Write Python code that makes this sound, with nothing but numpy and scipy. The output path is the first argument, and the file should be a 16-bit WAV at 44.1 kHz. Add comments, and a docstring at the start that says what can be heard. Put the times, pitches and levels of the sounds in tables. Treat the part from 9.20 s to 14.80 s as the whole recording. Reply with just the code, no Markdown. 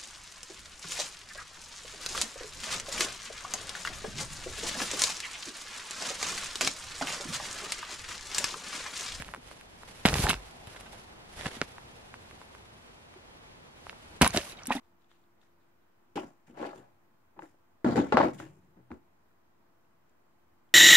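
"""On a frozen shore, a little to the right, a boot stamps twice on thin ice; a faint outdoor hush lies behind.
The first stamp cracks the sheet and the sole grinds over it: sharp releases, bending-wave chirps, noise grains.
The ice ticks in short wavelets while the walker shifts weight; trousers rustle and the boot scuffs in shaped noise.
The second stamp breaks through: shards clink as damped modes and water gulps as tones of rising pitch."""
import sys
import numpy as np
from scipy import signal
from scipy.fft import rfft, irfft, next_fast_len
from scipy.io import wavfile
from scipy.ndimage import uniform_filter1d, map_coordinates

SR = 44100
rng = np.random.default_rng(int(sys.argv[2]) if len(sys.argv) > 2 else 0)


def bounce(signal):
    """Save signal as a 16-bit WAV file at the path given by the first command-line argument."""
    frames = np.transpose(np.atleast_2d(signal))
    limited = np.clip(frames, -1, 1)
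    pcm = np.round(limited * 32767).astype(np.int16)
    wavfile.write(sys.argv[1], SR, pcm)


N = 246959

STAMP_S, BREAK_S = .85, 5.01  # the first stamp; the boot goes through
TOP_HZ = 16300  # band limit of the microphone
# An attack is the time in which a movement rises by 60 dB; a t60 is the time in which it falls by 60 dB.
CRUSH_ATTACK_S, CRUSH_HOLD_S = 0.02, 0.0041
SLIDE_ATTACK_S, SLIDE_T60_S = 0.021, 0.12
SWISH_ATTACK_S, SCUFF_ATTACK_S = 0.56, .06
DEBRIS_DB, DEBRIS_T60_S, DEBRIS_DELAY_S = -57, 6, 0.08  # splinters settle after the sheet has given way

# All source levels are mix levels, ahead of the left-right shading and the microphone.
# outdoor hush: t/s, level/dB
HUSH_LEVEL = [(0, -54.5), (1.5, -50.5), (2.6, -50.5), (3.6, -53), (4.5, -52), (5.6, -50.5)]
# a leg moves and the trousers swish: t/s, hold/s, level/dB, t60/s
SWISHES = [(0, 0.088, -52, 0.44), (0.284, 0.021, -52.5, 1.13), (0.566, 0.17, -58.5, 0.46),
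           (0.694, 0.14, -54, .6), (1.097, 0.05, -52, 1.7), (1.526, 0.075, -52.5, 0.83),
           (1.72, 0.067, -56, 1.1), (2.205, 0.077, -46.5, .09), (2.335, 0.014, -48.5, 1.02),
           (2.562, 0.61, -60.5, 7.7), (4.675, 0.032, -56.5, 0.23), (4.817, 0.23, -59.5, .5)]
# the boot twists on the frozen bank: t/s, hold/s, level/dB, t60/s
SCUFFS = [(2.19, 0.023, -45, .2), (2.222, 0.04, -47, .1), (2.26, 0.0087, -36, 0.037),
          (2.279, .006, -43, 0.041), (2.311, .004, -45.5, .08), (2.331, 0.022, -46.5, 0.28)]
# water slops over the rim of the hole: t/s, hold/s, level/dB, t60/s
SPLASHES = [(5.489, 0.011, -47.5, 0.067), (5.512, 0.011, -33.5, 0.055), (5.54, .003, -49, .06),
            (5.56, .008, -42.5, 0.13)]
# air pockets ring in the water: t/s, level before the attack/dB, starting f/Hz, t60/s
BUBBLES = [(.173, -42.5, 410, 0.031), (.177, -41.5, 244, 0.064), (3.96, -44.5, 358, 0.08),
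           (5.064, -25.5, 1012, 0.057), (5.1455, -16.5, 660, 0.028), (5.167, -23, 620, 0.023),
           (5.174, -22, 640, 0.042), (5.195, -42, 551, 0.2), (5.329, -41, 350, 0.036),
           (5.377, -46, 655, .04), (5.482, -28.5, 246, 0.1), (5.5055, -5, 820, 0.011),
           (5.507, -23, 241, 0.064), (5.511, -26, 1152, 0.034), (5.514, -30.5, 1530, 0.032),
           (5.535, -42, 690, .06), (5.517, -30, 720, 0.039), (5.521, -23.5, 1814, 0.038),
           (5.522, -22, 2410, 0.03), (5.551, -30.5, 756, 0.055), (5.552, -25, 268, 0.074),
           (5.562, -30.5, 233, 0.11), (5.565, -27.5, 3520, 0.015), (5.58, -34, 1940, 0.026)]
# loose pieces of ice clink: t/s, level/dB, base f/Hz, base t60/s
SHARDS = [(.9405, -27, 1980, 0.032), (.9555, -24, 890, 0.017), (0.955, -33, 1660, 0.037),
          (1.056, -28, 853, 0.11), (1.068, -32, 1796, 0.062), (1.079, -28.5, 770, 0.078),
          (1.1, -25, 2710, 0.034), (1.103, -26.5, 2230, 0.047), (1.11, -20.5, 2820, 0.018),
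          (2.258, -27, 1696, 0.022), (2.4155, -18.5, 1440, 0.014), (5.0768, -9, 9800, 0.0075),
          (5.1058, -32, 6400, 0.014), (5.322, -42, 3970, 0.028), (5.327, -47, 2530, 0.061),
          (5.265, -49, 1180, .04), (5.298, -42, 3800, .03), (5.438, -48, 1450, .03),
          (5.371, -48, 3800, 0.042), (5.387, -45, 3110, 0.033), (5.391, -45, 2230, 0.037),
          (5.434, -38, 5900, 0.014), (5.457, -50, 1560, 0.045), (5.462, -36, 5570, 0.018)]
# modes of an uneven flake: ratio to the base f, level/dB, share of the base t60
SHARD_MODES = [(.81, -14, 0.59), (1, 1.5, 0.96), (1.17, -6.5, 0.73), (1.42, -18, 0.61)]
# the sole slides over frost: t/s, hold/s, level/dB
SLIDES = [(0.857, 0.004, -31), (0.885, 0.071, -41.5), (0.96, 0.068, -33), (1.026, 0.0092, -30),
          (1.095, 0.0051, -29.5), (5.017, 0.04, -33), (5.136, 0.045, -37.5), (5.203, 0.11, -46),
          (5.522, .005, -41), (5.551, 0.0069, -41.5)]
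# the boot crushes ice, or loose pieces wash together: t/s, grit level/dB, sheet heave level/dB, t60/s
CRUSHES = [(0, -40, -40, 0.13), (.06, -64, -47, 0.48), (0.863, -34, -27.5, 0.47), (.887, -46, -46, 0.1),
           (.932, -42, -29.5, 0.33), (0.995, -44, -31, .2), (1.039, -41, -28, 0.31),
           (1.067, -33.5, -43, 0.21), (1.101, -32, -34, 0.19), (1.128, -53, -42, 0.12),
           (5.0225, -21.5, -31, 0.15), (5.062, -40.5, -41, 0.57), (5.145, -42, -38, 0.21),
           (5.173, -33.5, -52, 0.2), (5.205, -63, -64, 0.43), (5.325, -55, -60, 0.13),
           (5.37, -54.5, -60, 1), (5.498, -43, -68, .1), (5.524, -40, -71, 0.15), (5.558, -47, -74, 0.12)]
# the sheet flexes under the boot: t/s, level before the attack/dB, starting f/Hz, t60/s
KNOCKS = [(.005, -32, 110, 0.031), (.8535, -5, 204, 0.028), (.8635, -21.5, 105, 0.06),
          (.9295, -22.5, 147, 0.063), (.9405, -16.5, 95, 0.026), (.973, -22, 109, 0.037),
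          (.9935, -18.5, 119, 0.028), (1.04, -25, 132, 0.014), (1.0935, -20, 222, 0.023),
          (1.125, -35, 89, .08), (1.15, -31, 48.3, 0.32), (1.474, -33, 110, 0.031),
          (2.263, -19, 160, 0.026), (2.3685, -33.5, 240, 0.027), (2.4, -43, 240, 0.016),
          (2.4165, -17, 394, 0.01), (2.4235, -32, 230, 0.025), (5.0135, -5.5, 188, 0.021),
          (5.024, -9, 75, 0.032), (5.0215, -11.5, 243, 0.068), (5.0615, -14, 198, 0.017),
          (5.1475, -21, 227, 0.026), (5.1665, -11.5, 300, 0.0075), (5.178, -17, 350, 0.023),
          (5.039, -26, 80, .09), (5.278, -43, 348, .025)]
# single light ticks of the strained ice: t/s, peak level/dB, f/Hz, treble edge level/dB
TICKS = [(0.0226, -24.5, 1680, -10), (0.0469, -31, 2900, -16), (0.0823, -34, 1890, -11),
         (0.089, -32, 1180, -23), (0.1384, -24, 1250, -24), (0.1473, -25.5, 1270, -18),
         (0.1621, -35.5, 1190, -19), (0.3132, -34, 1050, -17), (0.4118, -33.5, 2070, -8),
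         (0.6336, -33.5, 1050, -22), (1.6097, -31, 2500, -1), (2.5825, -31.5, 1150, -36),
         (2.9414, -30, 1310, -23), (3.111, -36.5, 1610, -17), (3.2155, -36.5, 1000, -32),
         (3.35, -37.5, 1220, -19), (3.94, -43, 1300, -19), (4.668, -30.5, 930, -39),
         (4.6959, -23.5, 2140, -36), (4.729, -36.5, 940, -30), (5.229, -34, 2200, -8),
         (5.274, -41, 1900, -10), (5.457, -30, 2400, -1)]
# clean fractures, heard as a falling chirp:
# t/s, peak level/dB, tilt/dB per octave, top f/Hz, travel time of the bending wave at 1 kHz/s
SNAPS = [(0.8524, -8, -1, 3540, 0.00087), (0.887, -9.5, 1, 7000, 0.00053), (0.9414, -10, 6, 7500, 0.00039),
         (0.9553, -22, 1.5, 3600, 0.00056), (0.903, -25, 1.5, 4000, 0.00068),
         (0.9847, -16.5, 3.5, 4500, 0.00079), (1.0938, -11, 8, 5000, 0.00025),
         (1.1098, -20.5, -2.5, 4000, 0.00027), (1.1326, -21.5, 3, 3200, 0.00077),
         (1.1416, -19, 1.5, 4800, 0.00059), (2.4152, -15.5, 3, 5100, 0.0014),
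         (2.4228, -25, -0.5, 2200, 0.0011), (5.0126, -9, -3, 2600, 0.00079), (5.0605, -26, 4, 6000, .0004),
         (5.0186, -5.5, 2, 11000, 0.00027), (5.0221, -4.5, 2.5, 3500, .0005),
         (5.0238, -11, 9, 3000, 0.00051), (5.0264, -10, 6, 6000, 0.00032),
         (5.0309, -14.5, -0.5, 3000, 0.00067), (5.0617, -15.5, -1.5, 3500, 0.00062),
         (5.0459, -14, 3, 4000, 0.00048), (5.163, -21, 8, 8000, 0.00043), (5.1734, -5.5, 9, 5000, 0.00028),
         (5.1746, -15.5, 0, 4200, 0.00045)]
# fractures that run through the sheet: t/s, level/dB, f/Hz, treble edge level/dB, splintering t60/s
CRACKS = [(0.8535, -18, 980, -34, 0.008), (0.8567, -16.5, 2180, -8.5, 0.02), (.864, -24.5, 2000, 2, .02),
          (0.8695, -29, 2000, -20, 0.02), (0.878, -26.5, 1400, -25.5, 0.014),
          (0.8927, -30.5, 1500, -24, 0.0061), (0.903, -39, 1400, -20, 0.0064),
          (0.9298, -31, 800, -18, 0.008), (0.9407, -29, 3120, -20, 0.012), (1.038, -31, 1200, -13, 0.092),
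          (1.088, -26.5, 2300, -8, 0.011), (1.0926, -22.5, 2300, -5, 0.028),
          (1.0993, -19.5, 2570, 7.5, 0.0051), (1.1035, -27, 2600, 2, .006), (1.11, -27, 2800, 0, 0.0053),
          (1.4708, -46, 2530, -1, 0.06), (1.545, -51, 1000, -20, .09), (1.562, -44, 1400, -17, 0.047),
          (1.6605, -49.5, 1490, -24, 0.099), (1.73, -50.5, 1000, -15, 0.11),
          (2.2586, -36.5, 1920, -6, 0.014), (2.2682, -39, 1600, -25, 0.012),
          (5.014, -19.5, 910, -22, 0.013), (5.0175, -14, 1800, -0.5, 0.019), (5.0222, -19, 1710, -9, 0.012),
          (5.026, -22.5, 1800, 0, 0.008), (5.0314, -26, 1040, -13, 0.02), (5.046, -20, 1700, -22, 0.016),
          (5.0538, -28.5, 1620, -27, 0.048), (5.063, -21.5, 1070, -15, 0.026),
          (5.0753, -28.5, 5000, -20, 0.01), (5.139, -35.5, 1500, -10, 0.016),
          (5.147, -36, 1800, -22, 0.016), (5.1616, -26.5, 2000, -2, 0.0089),
          (5.1657, -25.5, 1090, -1.5, 0.02), (5.1741, -28.5, 3000, -25, 0.022),
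          (5.4701, -30, 6250, 35, 0.021), (5.507, -34, 885, -23, 0.069), (5.5215, -38, 2190, -26, 0.082),
          (5.5512, -41, 900, -12, 0.014)]
# ring of the ice: f/Hz, width/Hz, level/dB
SHEET_MODES = [(715, 120, 14.5), (1000, 30, -18), (1510, 17, -8), (1560, 40, 9), (2300, 46, 11),
               (3040, 66, 17), (3660, 94, 17)]

# spectra of outdoor air, cloth, scuffed frost, scraping sole, crushed grit and heaving sheet: f/Hz, level/dB
AIR_SPECTRUM = [(12, -50), (20, -8), (85, -5.5), (202, -9), (232, -6), (266, -11), (362, -9.5), (427, -9.5),
                (667, -10), (857, -9.5), (1230, -13.5), (3170, -18), (8400, -32), (11700, -30.5),
                (15500, -22.5)]
CLOTH_SPECTRUM = [(60, 6), (170, -1.5), (350, -1), (700, -3.5), (1800, -4), (3500, -5.5), (7000, -10.5),
                  (11000, -9.5), (11800, -8.5), (12500, -32), (15500, -36)]
SCUFF_SPECTRUM = [(50, -16), (130, 0), (300, -4.5), (700, -1), (1150, -7), (1750, 0), (2500, -7.5),
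                  (3400, -6), (6000, -15), (11000, -17), (12500, -39)]
SCRAPE_SPECTRUM = [(300, -7), (1000, -3.5), (3000, -3), (6000, -4), (8000, -5.5), (10500, -2), (12500, -3),
                   (15500, -31)]
GRIT_SPECTRUM = [(200, -4), (400, -5), (600, -13), (1000, -8), (1500, 2), (3000, 0), (5000, -4.5),
                 (9000, -12), (15000, -48)]
HEAVE_SPECTRUM = [(26, -45), (42, -1), (80, -7.5), (150, -9.5), (280, -17), (500, -19.5), (1500, -34)]
# spectrum of a clean fracture before its own tilt: f/Hz, level/dB
SNAP_SPECTRUM = [(60, -16), (200, 6), (500, -2.5), (1000, -3), (2300, -2), (4200, -7), (7000, -8),
                 (14000, -24)]
# left-right likeness of close and of distant sound: f/Hz, likeness (1 same, -1 opposed)
NEAR_ALIKE = [(150, 1), (300, .98), (700, .78), (1500, .45), (3000, .15), (7000, -.3), (12000, -.65)]
FAR_ALIKE = [(60, 1), (130, 0.92), (290, 0.12), (640, -0.16), (1410, -0.49), (3100, -0.69), (6820, -0.51),
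             (15000, -1.08)]
# colour between the sides: f/Hz, left minus right level/dB
SHADE = [(200, 0), (700, .5), (1300, -1), (2400, -4.5), (4400, -3.5), (8000, -.5), (14000, 1)]
# delay between the sides: f/Hz, phase by which left trails/rad
LAG = [(100, 0), (700, .33), (1500, .75), (3000, 1.3), (6000, 1.95), (8500, 2.05), (11000, 2.55)]
# decay of the tail from bank and bushes: f/Hz, t60/s
SHORE_DECAY = [(200, 0.043), (1500, 0.069), (10000, 0.14)]


def amp(db):
    """Decibels to gain."""
    return 10 ** (np.asarray(db) / 20)


def unit(x):
    """Scaled to rms 1."""
    return x / np.sqrt(np.mean(x ** 2) + 1e-20)


def along(points, hz):
    """Values read off (f/Hz, value) points on a log frequency axis."""
    f, value = np.transpose(points)
    return np.interp(np.log(hz + 1), np.log(f + 1), value)


def wobble(rate):
    """A smooth random curve, rate knots a second."""
    knots = rng.standard_normal(int(N * rate / SR) + 4)
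    return map_coordinates(knots, [np.arange(N) * rate / SR])


def filtered(x, response):
    """x times a complex response of frequency."""
    n = x.shape[-1]
    padded = next_fast_len(n + 4096)
    spectrum = rfft(x, padded) * response(np.fft.rfftfreq(padded, 1 / SR))
    return irfft(spectrum, padded)[..., :n]


def resonance(f, hz, width):
    """Causal response of one mode."""
    return 1j * f * width / (hz * hz - f * f + 1j * f * width)


def low_cut(f, hz):
    """A small source radiates little below hz."""
    return f * f / (f * f - hz * hz - 1.4j * f * hz)


def add(track, s, sound):
    """Mix a sound into the track at s seconds."""
    part = track[..., max(round(s * SR), 0):][..., :sound.shape[-1]]
    part += sound[..., :part.shape[-1]]


def swell(s, hold, db, t60, attack):
    """Power per sample of one movement: it is fully up at s, holds and dies away."""
    t = np.arange(N) / SR - s
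    rise_db = -60 * np.maximum(-t, 0) / attack
    fall_db = -60 * np.maximum(t - hold, 0) / t60
    return amp(db + rise_db + fall_db) ** 2


def spread(pair, alike):
    """Two unrelated signals become left and right with a given likeness."""
    def mid_side_gains(f):
        turn = np.arccos(np.clip(along(alike, f), -1, 1)) / 2
        return np.array([np.cos(turn), np.sin(turn)])
    mid, side = filtered(pair, mid_side_gains)
    return np.array([mid + side, mid - side])


def texture(spectrum, alike, grain_db, grain_rate):
    """Stereo noise of rms 1 that comes in grains of random strength."""
    pair = rng.standard_normal((2, N)) * amp(grain_db * wobble(grain_rate))
    coloured = filtered(pair, lambda f: amp(along(spectrum, f)))
    return unit(spread(coloured, alike))


def patches(x, depth_db=4):
    """Pieces of changing size favour shifting pitches; the result has rms 1."""
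    z = signal.stft(x, nperseg=512)[2]
    field = rng.standard_normal(z.shape[1:])
    field = uniform_filter1d(field, size=3, axis=0)  # smooth over frequency
    field = uniform_filter1d(field, size=4, axis=1)  # smooth over time
    return unit(signal.istft(z * amp(depth_db * unit(field)), nperseg=512)[1][:, :N])


def from_right(x):
    """Sound from the right reaches the left side a little later."""
    half = lambda f: np.exp(-.5j * along(LAG, f))
    return filtered(x, lambda f: np.array([half(f), 1 / half(f)]))


def rings(table, attack, glide):
    """Damped tones whose pitch moves by the share glide over one t60."""
    out = np.zeros(N)
    for s, db, hz, t60 in table:
        t = np.arange(int(t60 * SR) + 2) / SR
        phase = 2 * np.pi * np.cumsum(hz * (1 + glide * t / t60)) / SR
        envelope = amp(db - 60 * t / t60) * (1 - np.exp(-t / attack))
        add(out, s, envelope * np.sin(phase))
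    return from_right(out)


def swarm(start, end, per_second, hz, octaves, cycles, size_db, glide=0):
    """Random tiny tones of rms 1, scattered in time, size and pitch (octaves either side of hz)."""
    when, where, size = rng.random((int(per_second * (end - start)), 3)).T
    pitch = hz * 2 ** (octaves * (2 * where - 1))
    times = start + (end - start) * when
    table = np.transpose([times, size_db * size ** 2, pitch, cycles / pitch])
    out = rings(table, attack=.0001, glide=glide)
    return out / np.sqrt(np.sum(out ** 2) / (2 * (end - start) * SR))


def hush():
    """Distant outdoor noise from all sides, its level drifting slowly."""
    s, db = np.transpose(HUSH_LEVEL)
    air = texture(AIR_SPECTRUM, FAR_ALIKE, grain_db=.7, grain_rate=25)
    return amp(np.interp(np.arange(N) / SR, s, db)) * air


def lake(x, hz=770, width=400, t60=4.5, waver_db=3.5, waver_rate=14):
    """The wide frozen surface sings on in one band, wavering as waves return from its edges."""
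    t = np.arange(2 * SR) / SR
    noise = rng.standard_normal((2, len(t))) * amp(-60 * t / t60)
    tail = filtered(noise, lambda f: resonance(f, hz, width) ** 2)
    song = signal.fftconvolve(x.mean(0)[None], tail / np.linalg.norm(tail[0]), axes=1)[:, :N]
    return song * unit(amp(waver_db * wobble(waver_rate)))


def shore(x):
    """Bank and bushes scatter a short tail that rings longer in the treble."""
    hz, t, z = signal.stft(rng.standard_normal((2, SR // 3)), SR, nperseg=256)
    decay = amp(-60 * t / along(SHORE_DECAY, hz)[:, None])
    tail = spread(signal.istft(z * decay, SR, nperseg=256)[1], NEAR_ALIKE)
    return signal.fftconvolve(x.mean(0)[None], tail / np.linalg.norm(tail[0]), axes=1)[:, :N]


def rustle(clump_db=2.0, clump_rate=70):
    """Cloth and frosty grass rub as the legs move, catching unevenly on the folds."""
    rubbing = np.sqrt(sum(swell(*swish, SWISH_ATTACK_S) for swish in SWISHES))
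    cloth = texture(CLOTH_SPECTRUM, NEAR_ALIKE, grain_db=1.5, grain_rate=1000)
    return rubbing * amp(clump_db * wobble(clump_rate)) * cloth


def scuffs():
    """The boot twists on the frozen bank; frost crystals give way in small separate grains."""
    pressure = np.sqrt(sum(swell(*scuff, SCUFF_ATTACK_S) for scuff in SCUFFS))
    return pressure * texture(SCUFF_SPECTRUM, NEAR_ALIKE, grain_db=4.5, grain_rate=900)


def debris(clump_db=3, clump_rate=60):
    """Small splinters jostle in the hole, in clumps and ever more faintly."""
    clinks = swarm(BREAK_S, N / SR, per_second=420, hz=2300, octaves=1.3, cycles=26, size_db=15)
    settling = np.sqrt(swell(BREAK_S + DEBRIS_DELAY_S, 0, DEBRIS_DB, DEBRIS_T60_S, CRUSH_ATTACK_S))
    return clinks * settling * amp(clump_db * wobble(clump_rate))


def splash():
    """Slopping water traps a spray of small bubbles, each rising quickly in pitch."""
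    spray = swarm(BREAK_S, N / SR, per_second=800, hz=1600, octaves=1.2, cycles=28, size_db=10, glide=.35)
    return spray * np.sqrt(sum(swell(*slop, CRUSH_ATTACK_S) for slop in SPLASHES))


def bubbles():
    """Air pockets ring in the water and rise in pitch as they near the surface."""
    return rings(BUBBLES, attack=0.001, glide=.22)


def shards():
    """Each loose flake rings in a few unrelated modes."""
    modes = [(s, db + level, hz * ratio, t60 * life)
             for s, db, hz, t60 in SHARDS for ratio, level, life in SHARD_MODES]
    return rings(modes, attack=0.000084, glide=0)


def scrape():
    """The sole hisses over frost as it slides."""
    sliding = np.sqrt(sum(swell(s, hold, db, SLIDE_T60_S, SLIDE_ATTACK_S) for s, hold, db in SLIDES))
    return sliding * texture(SCRAPE_SPECTRUM, NEAR_ALIKE, grain_db=2.5, grain_rate=1600)


def heave():
    """The sheet heaves under the boot in a low rumble."""
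    pressure = np.sqrt(sum(swell(s, CRUSH_HOLD_S, db, t60, CRUSH_ATTACK_S) for s, _, db, t60 in CRUSHES))
    return pressure * texture(HEAVE_SPECTRUM, NEAR_ALIKE, grain_db=2.0, grain_rate=130)


def crunch(bed_db=-4.0, drops_db=-2):
    """Crushed grit crackles with tiny chips; after the break, water fizzes up through the hole instead."""
    pressure = np.sqrt(sum(swell(s, CRUSH_HOLD_S, db, t60, CRUSH_ATTACK_S) for s, db, _, t60 in CRUSHES))
    chips = swarm(STAMP_S, BREAK_S, per_second=260, hz=1900, octaves=1.3, cycles=7, size_db=15)
    drops = swarm(BREAK_S, N / SR, per_second=300, hz=1700, octaves=1.6, cycles=30, size_db=12, glide=.2)
    bed = patches(texture(GRIT_SPECTRUM, NEAR_ALIKE, grain_db=4.5, grain_rate=600))
    return pressure * (amp(bed_db) * bed + chips + amp(drops_db) * drops)


def knocks():
    """The flexing sheet thuds; water loads it, so its pitch sags."""
    thuds = rings(KNOCKS, attack=0.00013, glide=-0.17)
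    return filtered(thuds, lambda f: low_cut(f, hz=54.0))


def ice_release(push, hz, edge_db, breadth, lag=0.000256, edge_hz=9800, edge_width=3500, low_hz=170):
    """Breaking ice answers with a broad pitch and a bright edge; bending waves bring the low notes later."""
    def response(f):
        top = 1.54 * hz
        high_cut = top ** 2 / (top ** 2 - f * f + 1.2j * f * top)
        body = resonance(f, hz, breadth * hz) * high_cut * low_cut(f, low_hz)
        edge = amp(edge_db) * resonance(f, edge_hz, edge_width)
        bending = np.exp(-4j * np.pi * lag * np.sqrt(f * hz))  # lag is the delay in seconds at hz
        return (body + edge) * bending
    return filtered(push, response)


def ticks(rebound=0.22):
    """A hairline crack gives one short dull wavelet and a weak rebound."""
    out, t = np.zeros(N), np.arange(SR // 50) / SR
    for s, db, hz, edge_db in TICKS:
        tick = ice_release(1. 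* (t == 0), hz, edge_db, breadth=0.95, lag=.00008, low_hz=365)
        tick = amp(db) * tick / np.abs(tick).max()
        add(out, s, tick)
        add(out, s + 0.00132 * rng.uniform(0.86, 1.75), rebound * tick)
    return from_right(out)


def snaps():
    """A lone fracture sends one dry bending wave through the sheet, treble first and bass last."""
    out, t = np.zeros(N), np.arange(SR // 25) / SR
    for s, db, tilt, top_hz, travel in SNAPS:
        def response(f):
            khz = (f + 1) / 1000
            colour = amp(along(SNAP_SPECTRUM, f) + tilt * np.log2(khz))
            high_cut = 1 / np.sqrt(1 + (f / top_hz) ** 6)
            bending = np.exp(-4j * np.pi * travel * f / np.sqrt(khz))
            return colour * high_cut * bending
        chirp = filtered(1. * (t == 0), response)
        add(out, s, amp(db) * chirp / np.abs(chirp).max())
    return from_right(out)


def sheet_ring(x, stretch):
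    """A fracture sets its piece of ice ringing briefly; stretch scales the pitch with the size of the piece."""
    def response(f):
        return sum(amp(db) * resonance(f, stretch * hz, width) for hz, width, db in SHEET_MODES)
    return filtered(x, response)


def cracks(splinter=0.29, spiky_db=5, scatter=0.76, breadth=3.3, ring_db=-11, size_spread=0.061):
    """Each fracture is one sharp release followed by a dying run of splinters from all around the boot."""
    out, t = np.zeros((2, N)), np.arange(SR // 10) / SR
    for s, db, hz, edge_db, t60 in CRACKS:
        spiky = rng.standard_normal((3, len(t))) * amp(spiky_db * rng.standard_normal(len(t)))
        run = unit(spiky) * amp(-60 * t / t60)
        release = 1. * (t == t[8])
        push = from_right(release + splinter * run[0])
        push = push + scatter * splinter * spread(run[1:], NEAR_ALIKE)
        burst = ice_release(push, hz, edge_db, breadth)
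        seconds = 0.0015 + t60 / 14  # effective length of the burst
        burst = amp(db) * burst * np.sqrt(2 * seconds * SR / np.sum(burst ** 2))
        stretch = np.exp(size_spread * rng.standard_normal())
        add(out, s, burst + amp(ring_db) * sheet_ring(burst, stretch))
    return out


def scene():
    """Ice, water and walker on the open shore."""
    blows = cracks() + knocks() + bubbles() + shards()
    clean = snaps() + ticks()  # lone fractures run flat along the ice and echo a little less
    echo = shore(amp(-11.0) * blows + amp(-12.5) * clean)
    grinding = crunch() + scrape() + heave()
    near = blows + clean + echo + grinding + scuffs() + splash() + debris() + rustle()
    # the body of the microphone shades the left side
    near = filtered(near, lambda f: amp(along(SHADE, f) * [[.5], [-.5]]))
    unbroken = np.arange(N) / SR < BREAK_S  # only a whole sheet carries the blows out over the lake
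    return near + amp(-34.0) * lake(near * unbroken) + hush()


def record(dry):
    """The microphone dulls the top octave, rounds the highest peaks and keeps nothing above its band limit."""
    dull = [(11000, 0), (13000, -6), (16000, -20)]  # f/Hz, level/dB
    sound = filtered(dry, lambda f: amp(along(dull, f)))
    rounded = sound / (1 + (sound / .7) ** 6) ** (1 / 6)
    return filtered(rounded, lambda f: f < TOP_HZ)


dry = scene()
out = record(dry)
bounce(out)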